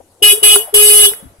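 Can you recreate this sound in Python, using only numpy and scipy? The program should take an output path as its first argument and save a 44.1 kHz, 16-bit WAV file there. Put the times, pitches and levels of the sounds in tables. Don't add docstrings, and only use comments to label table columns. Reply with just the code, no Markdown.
import sys
import numpy as np
from scipy import signal
from scipy.io import wavfile
from scipy.ndimage import uniform_filter1d

SR = 44100
rng = np.random.default_rng(int(sys.argv[2]) if len(sys.argv) > 2 else 0)


def natural_amplitude(level_db):
    exponent = np.asarray(level_db, float) / 20
    return 10 ** exponent


def output_pcm(signal):
    pcm = np.clip(np.atleast_2d(signal).T, -1, 1) * 32767
    wavfile.write(sys.argv[1], SR, np.round(pcm).astype(np.int16))


N = 61739
STEP = 32


def evened(x):
    return x / np.sqrt(np.mean(abs(x) ** 2) + 1e-20)


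def column(table, index):
    rows = np.array(table, float)
    return np.interp(np.arange(N) / SR, rows[:, 0], rows[:, index])


def sides(pan_db):
    return natural_amplitude(np.array([pan_db / 2, -pan_db / 2]))


def resonate(x, hz, width):
    return signal.lfilter(*signal.iirpeak(hz, hz / width, SR), x)


def wander(width_hz, count):
    shape = (2, count, N // STEP + 2)
    z = rng.standard_normal(shape) + 1j * rng.standard_normal(shape)
    hz = np.fft.fftfreq(shape[2], STEP / SR)
    return evened(np.fft.ifft(np.fft.fft(z) / (1 + (hz / width_hz) ** 4)))


# start t/s, end t/s, level/dB, disc phase left-right/rad
TOOTS = [
    (0.223, 0.323, -3.5, -0.079),
    (0.428, 0.557, -2.5, -0.59),
    (0.739, 1.057, -1, -1.76),
]


def hammering():
    t = np.arange(N) / SR
    attack_s, stop_s = 0.0077, 0.0084
    near, near_t60_s = natural_amplitude(-3.5), 0.2
    far_db, far_t60_s = -20, 0.43
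    level, lag = np.zeros(N), np.zeros(N)
    rattle = natural_amplitude(-16) * np.ones(N)
    direct = 0.3 * np.ones(N)
    for start, end, level_db, phase in TOOTS:
        after = np.maximum(t - end, 0)
        tail = (1 - near) * np.exp(-(after / stop_s) ** 2)
        tail += near * natural_amplitude(-60 * after / near_t60_s)
        tail += natural_amplitude(far_db - 60 * after / far_t60_s)
        level += natural_amplitude(level_db) * np.clip((t - start) / attack_s, 0, 1) * tail
        lag[t >= start] = phase
        rattle += natural_amplitude(-5) * (t > start) * np.exp(-abs(t - start) / 0.022)
        rattle += natural_amplitude(-8) * np.exp(-abs(t - end) / np.where(t < end, 0.005, 0.08))
        direct[(t >= start) & (t < end)] = 1
    return level, lag, rattle, direct


# t/s, level below/dB, level above/dB, level two above/dB, phase above left-right/rad
BESIDE = [(.225, -4, 8, 1.5, -2.5), (.27, -1, -4, 2, -3.5), (.31, 5.5, 6.5, 2.5, -3.5),
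          (.36, 9.5, 2.5, 0.5, -3), (.43, -1.5, 2, -0.5, -3.7), (.47, 5, 4, -3, -1), (.52, 1.5, 6, 4, -1.9),
          (.555, 6, -3, -1, -2), (.575, 0.5, 8, 0.5, -.8), (.65, -7.5, -1.5, -7, -0.3),
          (.75, -2, -0.5, -4, -3.5), (.81, 3.5, -4, -2, -1.1), (.855, -4, -12, -1.5, -4.5),
          (.885, -2, -10, 3, 0), (.918, 2, -8, -5, -3.5), (.945, -8.5, -5.5, -1.5, -4.5),
          (.975, -9.5, -0.5, -6.5, -1.9), (1.01, -8.5, 2, 5, -2), (1.04, -10, 0, -0.5, -3),
          (1.065, -3.5, 6.5, -0.5, -2.7), (1.1, 1.5, 0, 2.5, -.1)]


def echo_paths(k, hz, at, lag, rattle, direct):
    firm = 0.4 + np.exp(-((hz - 2930) / 250) ** 2)
    firm = firm + 0.45 * (abs(hz - 3150) < 800) + 0.4 * (abs(hz - 11100) < 400)
    steady = np.clip(firm, 0, 0.95) * np.maximum(uniform_filter1d(direct, size=900)[at], 0.9 * (k == 7))

    half = np.array([0.5, -0.5])[:, None, None]
    turns = rng.random((2, len(k), 1))
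    turns = np.where(abs(k - 7.5) < 2, turns[0], turns)
    apart = (k == 7) * lag[at] + (k == 8) * column(BESIDE, index=4)[at] + (k == 9) * -3
    place = np.exp(2j * np.pi * turns + 1j * half * apart)

    fizz_hz = 12000
    smear = rattle[at] + natural_amplitude(-9) * (direct[at] < 1) * (hz > fizz_hz / 2)
    smear = smear * hz / 11000
    smear = smear + natural_amplitude(-11) * (hz > fizz_hz) + natural_amplitude(0.5) * (hz < 1900)
    shifting = wander(15, count=len(k)) + natural_amplitude(-6) * wander(55, count=len(k))
    return steady * place + np.sqrt(1 - steady ** 2) * shifting + smear * wander(170, count=len(k))


# t/s, level/dB, left-right level/dB
DISC = [(.224, 9, 5), (.25, 11.5, 10), (.31, 4, 0), (.35, -23, 23), (.43, 3.5, -1), (.48, -0.5, 2),
        (.54, 3.5, 1.5), (.562, -14.5, 19), (.6, 1, 12.5), (.655, -6.5, -5), (.745, -1.5, -4.5),
        (.785, -10, 17), (.84, -2.5, 7.5), (.885, -11, 11.5), (.912, 0, 11), (.95, -6, 1), (1.045, 4, 4),
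        (1.09, -10, -1)]
# t/s, centre f/Hz, level/dB, left-right level/dB
SHRILL = [(.225, 11500, -2, -12), (.26, 11200, 8, 2), (.3, 11040, 15.5, 3), (.33, 11420, 5, 6),
          (.43, 10900, 7, 8.5), (.47, 11440, 9, -1), (.51, 10900, 3.5, 3.5), (.55, 11630, 1.5, -4),
          (.6, 11600, 4.5, 19.5), (.745, 11260, 8, 1.5), (.8, 10830, 2.5, 0.5), (.86, 12100, 1.5, -2),
          (.92, 11070, 5, -2), (.98, 11400, 4.5, -2), (1.04, 11400, 1.5, -5.5), (1.09, 11650, 6.5, 6.5)]


def turning_db(k, hz, at):
    half = np.array([0.5, -0.5])[:, None, None]
    ring = np.exp(-((hz - 2780) / 330) ** 2)
    disc_db = column(DISC, index=1)[at] + half * column(DISC, index=2)[at]
    beside_db = sum((k == near_k) * column(BESIDE, index=j)[at] for j, near_k in ((1, 6), (2, 8), (3, 9)))
    beam = np.exp(-((hz - column(SHRILL, index=1)[at]) / 510) ** 2)
    shrill_db = column(SHRILL, index=2)[at] + half * column(SHRILL, index=3)[at]
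    return ring * disc_db + beside_db + beam * shrill_db


# t/s, f/Hz
PITCH = [(.23, 418.2), (.265, 417.1), (.3, 418.7), (.33, 419.5), (.4, 418.6), (.44, 417.8), (.475, 417.4),
         (.51, 418.8), (.57, 419.8), (.72, 419.8), (.75, 418.0), (.8, 419.0), (1.04, 418.7), (1.085, 420.3)]
# multiple of the buzz rate, level/dB
STACK = [(1, -6), (2, -32.5), (3, -38), (4, -28), (5, -33.5), (6, -11), (7, 2.5), (8, -6.5), (9, -11.5),
         (10, -23.5), (11, -20), (12, -15), (13, -18), (14, -18), (15, -22), (16, -18.5), (17, -15),
         (18, -14), (19, -6.5), (20, -6), (21, -7), (22, -5), (23, -3.5), (24, 4), (25, -4.5), (26, 0),
         (27, -6.5), (28, -7), (29, -34.5), (30, -8), (31, -21), (32, -25.5), (33, -10.5), (34, -15.5),
         (35, -19.5), (36, -23), (37, -11.5)]


def buzz():
    level, lag, rattle, direct = hammering()
    k, db = np.transpose(STACK[1:])[:, :, None]
    hz = k * PITCH[0][1]
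    at = np.minimum(np.arange(N // STEP + 2) * STEP, N - 1)
    paths = echo_paths(k, hz, at, lag, rattle, direct) * natural_amplitude(db + turning_db(k, hz, at))

    i, share = np.arange(N) // STEP, np.arange(N) % STEP / STEP
    spin = np.exp(2j * np.pi * k * np.cumsum(column(PITCH, index=1)) / SR)
    tones = (paths[..., i] * spin).real.sum(axis=1) * (1 - share)
    tones += (paths[..., i + 1] * spin).real.sum(axis=1) * share
    return level * tones / np.linalg.norm(natural_amplitude(db))


# t/s, f/Hz, level/dB, left-right level/dB
HUM = [
    [(0.21, 416.4, -104, 65), (0.222, 416, -17.5, 3.5), (0.286, 417.9, -25, 0), (0.306, 400, -29.5, -4),
     (0.334, 404.7, -18, 8.5), (0.368, 436, -32.5, 0), (0.382, 431, -24.5, 4), (0.416, 447, -53, -2),
     (0.42, 440, -1, 1)],
    [(0.42, 416.8, -40, 2), (0.428, 428, -17.5, 5), (0.496, 417.9, -28, 3), (0.546, 394, -25, -3),
     (0.566, 409.5, -14, -1), (0.588, 409, -24.5, 13), (0.622, 454, -33.5, -2), (0.645, 446, -40.5, 9),
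     (0.67, 462, -68, 4.0)],
    [(0.725, 419.9, -31, 1), (0.733, 412.4, -22, 2), (0.743, 430, -14, 3), (1.033, 393, -20, 0),
     (1.085, 407, -21.5, 6.5), (1.113, 396, -39.5, 0), (1.127, 430, -29, 2), (1.149, 472, -51.5, 11),
     (1.2, 405, -66.5, 22)],
]


def hum():
    t, out = np.arange(N) / SR, np.zeros((2, N))
    held = sum((t > start) & (t < end) for start, end, *_ in TOOTS)
    side_lag = np.array([[0], [1]])
    for rows in HUM:
        hz = np.where(held, column(PITCH, index=1), column(rows, index=1))
        fade_in = np.clip((t - rows[0][0]) / 0.014, 0, 1)
        fade_out = np.clip((rows[-1][0] - t) / 0.0085, 0, 1)
        tone = np.sqrt(2) * np.sin(2 * np.pi * np.cumsum(hz) / SR + side_lag)
        out += fade_in * fade_out * natural_amplitude(column(rows, index=2)) * sides(column(rows, index=3)) * tone
    return out


# f/Hz, width f/Hz, level/dB
PANELS = [
    (682, 12, 10.5),
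    (906, 100, 5.5),
    (1270, 24, -5.5),
    (1376, 26, -12.5),
    (1720, 36, -4),
    (1900, 90, 1),
]


def panels():
    t, noise = np.arange(N) / SR, rng.standard_normal((2, 2, N))
    shake_t60_s, jolt_t60_s = 0.8, 0.35
    shake = sum((t > a) * natural_amplitude(-60 * np.maximum(t - b, 0) / shake_t60_s) for a, b, *_ in TOOTS)
    jolt = sum((t > a) * natural_amplitude(-60 * abs(t - a) / jolt_t60_s) for a, *_ in TOOTS)

    rings = 0
    for hz, width, db in PANELS:
        rings = rings + natural_amplitude(db) * evened(resonate(resonate(noise[0], hz, width), hz, 2 * width))
    wide = evened(resonate(resonate(noise[0], 1100, 1200), 1100, 1200))
    low = evened(signal.lfilter(*signal.butter(2, 220, fs=SR), noise[1]))
    ringing = natural_amplitude(-43) * shake * (evened(rings) + natural_amplitude(5) * wide)
    return ringing + (natural_amplitude(-37) * jolt + natural_amplitude(-49.5) * shake) * low


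# t/s, peak level/dB, pitch f/Hz, fall by 60 dB t/s
STONES = [(.001, -39, 72.6, 0.069), (.002, -44, 260, 0.07), (.002, -29.5, 520, 0.034),
          (.007, -27, 683, 0.034), (0.132, -53, 523, 0.026), (.19, -40, 693, 0.9),
          (0.5584, -5.5, 1390, 0.019), (0.5587, -7, 1010, 0.023), (0.5585, -6.5, 743, 0.02),
          (.559, -16.5, 1630, 0.026), (.56, -29.5, 685, 0.49), (.56, -31, 911, .4),
          (.674, -28.5, 768, 0.068), (.681, -25.5, 612, 0.072), (.692, -29, 804, 0.052),
          (1.117, -13.5, 740, 0.0027), (1.134, -25, 1500, 0.019), (1.136, -17.5, 1900, 0.006),
          (1.136, -25, 786, 0.0045), (1.201, -36.5, 542, 0.14), (1.226, -26, 165.6, 0.055),
          (1.237, -32, 261, 0.14), (1.254, -28, 109, 0.076), (1.267, -25.5, 76.8, 0.052),
          (1.299, -35.5, 70.9, 0.087), (1.321, -37.5, 100, .06), (1.385, -33, 66.2, 0.15)]


def gravel():
    out, t = np.zeros((2, N)), np.arange(6000) / SR
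    for s, peak_db, hz, t60 in STONES:
        grit = rng.standard_normal((2, len(t)))
        grit = evened(resonate(resonate(grit, hz, hz * 0.45), hz, hz * 0.45))
        envelope = natural_amplitude(peak_db - 60 * t / t60) * np.minimum(t / t60 * 30, 1)
        knock = envelope * (0.6 * np.sin(2 * np.pi * hz * t) + 0.45 * grit)
        part = out[:, round(s * SR):][:, :len(t)]
        part += sides(5.5)[:, None] * knock[:, :part.shape[1]]
    return out


def idle():
    firing_hz = 95
    waver = 1 + natural_amplitude(-10.5) * wander(13, count=1)[0, 0, np.arange(N) // STEP]
    return natural_amplitude(-62) * (waver * np.exp(2j * np.pi * firing_hz * np.arange(N) / SR)).real


# f/Hz, level per Hz/dB
AIR = [
    (45, -11),
    (95, -10),
    (140, -14),
    (550, -5),
    (1500, -24),
    (6000, -24),
    (10500, -19),
    (15000, -38),
]
# f/Hz, likeness (1 = same)
AIR_SAME = [
    (60, 0.76),
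    (380, 1),
    (2360, -0.08),
    (14800, 0.44),
]


def air():
    frames, hz = N // 256 + 5, np.fft.rfftfreq(1024, 1 / SR)

    def read(table):
        table_hz, value = np.transpose(table)
        return np.interp(np.log(hz + 1), np.log(table_hz), value)[:, None]

    a, b, c, d, patches = rng.standard_normal((frames, 513, 5)).T
    patches = evened(uniform_filter1d(uniform_filter1d(patches, size=14, axis=0), size=6, axis=1))
    same = np.clip(read(AIR_SAME), -1, 1)
    left = a + 1j * b
    right = same * left + np.sqrt(1 - same ** 2) * (c + 1j * d)
    z = np.array([left, right]) * natural_amplitude(read(AIR) + 2.5 * patches)
    wash = evened(signal.istft(z, nperseg=1024, noverlap=768)[1][:, :N])
    drift_db = -1 * np.arange(N) / SR
    return natural_amplitude(-52 + drift_db) * sides(3)[:, None] * wash


def scene():
    return buzz() + hum() + panels() + gravel() + idle() + air()


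def low_pass(x):
    return signal.sosfilt(signal.butter(12, 15650, fs=SR, output="sos"), x)


def record(dry):
    ceiling = 0.9
    fine = np.clip(signal.resample_poly(dry, 3, 1, axis=1), -ceiling, ceiling)
    mix = signal.resample_poly(fine, 1, 3, axis=1)
    return low_pass(mix)


dry = scene()
out = record(dry)
output_pcm(out)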